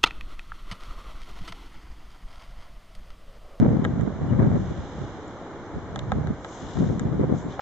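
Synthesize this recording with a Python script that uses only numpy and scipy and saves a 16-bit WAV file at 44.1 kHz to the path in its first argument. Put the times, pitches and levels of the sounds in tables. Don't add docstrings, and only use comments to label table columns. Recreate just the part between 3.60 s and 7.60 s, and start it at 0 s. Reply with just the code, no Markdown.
import sys
import numpy as np
from scipy import signal
from scipy.fft import rfft, irfft
from scipy.io import wavfile
from scipy.ndimage import uniform_filter1d

SR = 44100
rng = np.random.default_rng(int(sys.argv[2]) if len(sys.argv) > 2 else 0)


def wrap_up_sound(samples):
    columns = np.atleast_2d(samples).T
    tamed = np.clip(columns, -1, 1)
    steps = np.round(tamed * 32767).astype(np.int16)
    wavfile.write(sys.argv[1], SR, steps)


N = 176400

# f/Hz, relative level/dB
RUSH_COLOUR = [(20, -9.5), (90, -8), (190, -5), (320, 0), (480, -4.5), (780, -7), (1400, -13.5),
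               (2200, -22), (3000, -32.5), (4500, -35), (8000, -68.5)]
# f/Hz, left-right correlation
RUSH_CORRELATION = [(60, 0.2), (200, 1), (500, 0.98), (950, 0.96), (1600, 0.68), (2800, 0.13), (8000, 0.18)]
RUSH_DB, RUSH_SWELL_DB = -39, 0.5

# f/Hz, relative level/dB
HISS_COLOUR = [(800, -3), (2000, 1.5), (3500, 7), (4400, 0.5), (5200, 1.5), (6200, 1.5), (7300, 0.5),
               (8500, -11.5)]
# peak t/s, rise/s, fall/s, level/dB, treble tilt/dB, left minus right/dB
HISS_SWELLS = [(1.03, .1, 0.15, -62, 6, -10), (1.381, 0.53, 0.33, -56.5, -3.5, -9),
               (2.939, 0.11, 0.12, -51.5, 18.5, 5.5), (3.14, 0.21, 0.23, -50, 3.5, 5.5),
               (3.78, 0.034, 0.052, -52.5, 17, 1), (3.92, 0.034, .05, -50.5, -3, 0)]
HISS_DB, HISS_PAN_DB, HISS_GRAIN_DB = -57.5, -1.5, 1.5

# t/s, length/s, start f/Hz, end f/Hz, level/dB
FALLING_CHIRPS = [(0.68, 0.038, 3050, 2800, -51.5), (1.669, 0.02, 7900, 6660, -51.5),
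                  (1.755, 0.033, 6350, 6000, -61), (2.04, .04, 6580, 5840, -60.5),
                  (3.735, .22, 7330, 7200, -61)]
CHIRP_WAVER = 0.0067

# f/Hz, t60/s, relative level/dB, share in opposite phase at the two ports
BODY_MODES = [(472, 0.092, -6.5, .1), (756, 0.022, 6.5, 0.18), (1040, 0.02, -3.5, .3),
              (1258, 0.043, -1, .25), (1626, .024, -3, .8), (1960, 0.01, -2, 1.9), (3100, 0.02, -10, 0.64),
              (3680, 0.018, -10.5, .8)]
# f/Hz, relative level/dB
SHELL_COLOUR = [(1000, -3.5), (2400, 0.5), (3600, 3.5), (4900, -12.5), (6300, -3.5), (7400, 2.5),
                (8600, -6.5)]
# t/s, ring level/dB, ring centre f/Hz, snap level/dB, snap centre f/Hz, left minus right/dB
TOUCHES = [(.243, -31, 2800, -42, 5500, -8), (.249, -17.5, 2000, -31, 4050, 1.5),
           (.41, -34.5, 2000, -46, 7000, -8.5), (2.177, -45.5, 1800, -68, 3500, -9.5),
           (2.359, -24, 1340, -31, 4550, -1.5), (2.391, -33, 3920, -27, 3720, -2),
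           (2.5186, -13, 890, -28, 3530, -2), (2.671, -30, 1510, -40.5, 4530, 1),
           (2.8465, -26, 1220, -35, 3600, -1), (3.17, -30, 1100, -47, 4000, -4),
           (3.3946, -28.5, 2200, -28.5, 6260, 1.5), (3.993, -15.5, 845, -44, 3520, 0)]
RING_OCTAVES, SNAP_OCTAVES, SNAP_DECAY_S, BOUNCE_S, BOUNCE_DB = 0.94, 0.6, 0.0018, 0.003707, -7

# t/s, level/dB
GUST_LEVEL = [(0, -14), (.11, -18.5), (.23, -24), (.27, -24.5), (.34, -25.5), (.46, -23.5), (.52, -33.5),
              (.58, -37.5), (.63, -24), (.68, -29.5), (.73, -17.5), (.76, -24.5), (.8, -17), (.865, -17),
              (.9, -21), (.96, -20.5), (1.07, -33.5), (1.11, -25), (1.15, -41.5), (1.19, -30), (1.3, -49),
              (1.42, -31), (1.47, -43.5), (1.9, -61), (2.12, -50), (2.17, -28.5), (2.21, -44), (2.31, -41),
              (2.35, -35.5), (2.48, -33), (2.57, -22.5), (2.65, -31), (2.71, -23.5), (2.77, -49),
              (2.97, -61), (3.04, -35.5), (3.13, -48), (3.18, -22), (3.23, -19.5), (3.27, -27), (3.3, -23),
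              (3.37, -29.5), (3.46, -24.5), (3.5, -26), (3.57, -27), (3.615, -19), (3.67, -29),
              (3.725, -19), (3.77, -28), (3.82, -40.5), (3.87, -28), (3.95, -51), (4, -35.5)]
# t/s, left minus right/dB
GUST_PAN = [(0, 0), (.3, 4), (.47, -8.5), (.7, 5), (.9, -0.5), (1.1, 4), (1.4, -2.5), (2.17, 3), (2.45, -7),
            (2.75, -4.5), (3.1, 3), (4, 1.5)]
STRONG_GUST_DB = -20

# f/Hz, relative level/dB
RUMBLE_COLOUR = [(15, -21), (30, -11), (55, 4.5), (95, 0.5), (140, -1.5), (250, -14), (600, -56.5)]
RUMBLE_DB, RUMBLE_GROWTH = -32.5, 0.45

# f/Hz, relative level/dB
TURBULENCE_COLOUR = [(20, -22), (50, -7), (120, -2.5), (300, 2.5), (500, -3.5), (800, -14.5), (1300, -23),
                     (2000, -28.5), (3200, -46), (7000, -57)]
TURBULENCE_DB, TURBULENCE_GROWTH = -27, 1.23
TURBULENCE_RIDE, FLUTTER_DB, FLUTTER_PER_S = 0.6, 2.5, 70

# t/s, f/Hz
STRONG_EDDY_PITCH = [(0, 196.6), (.85, 175.7), (2, 151.6), (2.6, 149.3), (3.2, 187.5), (4, 207.3)]
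EDDIES_PER_S, EDDY_LOG_PITCH_SPREAD, EDDY_SCATTER_DB, EDDY_TRIM_DB = 330, 0.29, 3, 0.5
EDDY_HALF_CYCLES, EDDY_OCTAVES_PER_DB = 0.72, 0.012
PORT_LAG_S, PORT_SCATTER_DB = 0.00087, 4

# f/Hz, width/Hz
TREBLE_NOTCHES = [(2600, 480), (4600, 620), (5430, 330), (7900, 260), (8100, 260)]
WHINE_HZ, WHINE_DB = 8000, -81
ROLL_OFF_HZ, TOP_HZ = 7440, 8750


def undb(db):
    return 10 ** (np.asarray(db) / 20)


def unit(x):
    return x / np.sqrt(np.mean(x ** 2))


def curve(rows):
    return np.interp(np.arange(N) / SR, *np.array(rows).T)


def over_hz(rows):
    hz, value = np.array(rows).T
    return np.interp(np.log(np.maximum(np.fft.rfftfreq(N, 1 / SR), 1)), np.log(hz), value)


def pan(db):
    return undb(np.array([[1], [-1]]) * db / 2)


def noise(colour_db, correlation):
    mid, side = rfft(rng.standard_normal((2, N)))
    c = np.clip(correlation, -1, 1)
    stereo = mid * np.sqrt(1 + c) + side * np.sqrt(1 - c) * np.array([[1], [-1]])
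    return unit(irfft(undb(colour_db) * stereo, N))


def wander(per_s):
    hold = max(int(SR / per_s), 1)
    steps = np.repeat(rng.standard_normal(N // hold + 1), hold)
    return unit(uniform_filter1d(uniform_filter1d(steps, hold), hold)[:N])


def bell(hz, centre_hz, octaves):
    return np.exp(-0.5 * (np.log2(np.maximum(hz, 1) / centre_hz) / octaves) ** 2)


def add(out, start_s, sound):
    i = int(start_s * SR)
    a, b = max(i, 0), min(i + sound.shape[-1], N)
    if b > a:
        out[..., a:b] += sound[..., a - i:b - i]


def distant_wind():
    bed = noise(over_hz(RUSH_COLOUR), over_hz(RUSH_CORRELATION))
    return bed * undb(RUSH_DB + RUSH_SWELL_DB * wander(per_s=9.39))


def hiss():
    t = np.arange(N) / SR
    colour, tilt = over_hz(HISS_COLOUR), over_hz([(3800, -0.25), (6800, 0.25)])
    out = noise(colour, correlation=0.09) * undb(HISS_DB) * pan(HISS_PAN_DB)
    for peak, rise, fall, db, tilt_db, pan_db in HISS_SWELLS:
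        envelope = np.exp(-((t - peak) / np.where(t < peak, rise, fall)) ** 2)
        swell = noise(colour + tilt_db * tilt, correlation=0.55)
        out += swell * envelope * undb(db + HISS_GRAIN_DB * wander(per_s=300)) * pan(pan_db)
    return out


def chirps():
    out = np.zeros((2, N))
    for start, length, from_hz, to_hz, db in FALLING_CHIRPS:
        glide = np.linspace(from_hz, to_hz, int(length * SR))
        hz = glide * (1 + CHIRP_WAVER * wander(per_s=270)[:len(glide)])
        add(out, start, np.sin(2 * np.pi * np.cumsum(hz) / SR) * np.hanning(len(hz)) * undb(db))
    return out


def finger_knocks():
    out, t = np.zeros((2, N)), np.arange(SR // 10) / SR
    hz, t60, mode_db, opposed = np.array(BODY_MODES).T[:, :, None]
    polarity = (-1) ** np.arange(len(BODY_MODES))[:, None]
    bins = np.fft.rfftfreq(len(t), 1 / SR)
    shell = undb(np.interp(bins, *np.array(SHELL_COLOUR).T))
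    for start, ring_db, ring_hz, snap_db, snap_hz, pan_db in TOUCHES:
        weight = polarity * undb(mode_db) * bell(hz, ring_hz, RING_OCTAVES)
        modes = weight / np.linalg.norm(weight) * np.exp(2j * np.pi * hz * t) * undb(-60 * t / t60)
        side = np.sum(opposed * modes.real, axis=0) * (1 - np.exp(-t / 0.00037))
        ring = np.sum(modes.imag, axis=0) + np.array([side, -side])
        white = rng.standard_normal((2, len(t))) + 0.16 * rng.standard_normal(len(t))
        snap = unit(irfft(rfft(white) * shell * bell(bins, snap_hz, SNAP_OCTAVES), len(t)))
        snap *= np.exp(-t / SNAP_DECAY_S)
        add(out, start, (ring * undb(ring_db) + snap * undb(snap_db)) * pan(pan_db))
        add(out, start + BOUNCE_S, ring * undb(ring_db + BOUNCE_DB) * pan(pan_db))
    return out


def rumble(strength_db):
    return noise(over_hz(RUMBLE_COLOUR), correlation=0.45) * undb(RUMBLE_DB + RUMBLE_GROWTH * strength_db)


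def turbulence(pressure, strength_db):
    air = noise(over_hz(TURBULENCE_COLOUR), correlation=0.073)
    flare = np.exp(TURBULENCE_RIDE * np.clip(pressure, -2, 2))
    flutter = undb(FLUTTER_DB * wander(FLUTTER_PER_S))
    return unit(air * flare * flutter) * undb(TURBULENCE_DB + TURBULENCE_GROWTH * strength_db)


def eddies(strength_db):
    out = np.zeros((2, N))
    draws = rng.standard_normal((int(EDDIES_PER_S * N / SR), 7))
    for k, (jitter, detune, accent, *ports) in enumerate(draws):
        due_s = k / EDDIES_PER_S
        hz = np.interp(due_s, *np.array(STRONG_EDDY_PITCH).T)
        hz *= 2 ** (EDDY_OCTAVES_PER_DB * strength_db[int(due_s * SR)])
        hz *= np.exp(EDDY_LOG_PITCH_SPREAD * np.clip(detune, -2, 2))
        cycles = np.arange(-2, 2, hz / SR)
        envelope = np.exp(-(cycles / EDDY_HALF_CYCLES) ** 2) * undb(EDDY_SCATTER_DB * accent)
        pulse = np.cos(2 * np.pi * cycles) * envelope
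        start = due_s + 2 * jitter / EDDIES_PER_S - 2 / hz
        for port, (lag, size) in enumerate(np.reshape(ports, (2, 2))):
            add(out[port], start + PORT_LAG_S * lag, pulse * undb(PORT_SCATTER_DB * size))
    power = uniform_filter1d(uniform_filter1d(np.mean(out ** 2, axis=0), size=1400), size=1400)
    return out / np.sqrt(np.maximum(power, 1e-6))


def buffeting():
    gust_db, pan_db = curve(GUST_LEVEL), curve(GUST_PAN)
    strength_db = gust_db - STRONG_GUST_DB
    pressure = eddies(strength_db)
    thumps = pressure * undb(gust_db + EDDY_TRIM_DB) * pan(pan_db)
    return rumble(strength_db) + thumps + turbulence(pressure, strength_db) * pan(0.67 * pan_db)


def scene():
    return buffeting() + finger_knocks() + distant_wind() + chirps() + hiss()


def record(dry):
    mix = dry + undb(WHINE_DB) * np.sin(2 * np.pi * WHINE_HZ * np.arange(N) / SR)
    for hz, width_hz in TREBLE_NOTCHES:
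        mix = signal.lfilter(*signal.iirnotch(hz, hz / width_hz, fs=SR), mix)
    mix = signal.sosfilt(signal.butter(6, ROLL_OFF_HZ, fs=SR, output="sos"), mix)
    return signal.sosfilt(signal.ellip(10, 0.2, 80, TOP_HZ, fs=SR, output="sos"), mix)


dry = scene()
out = record(dry)
wrap_up_sound(out)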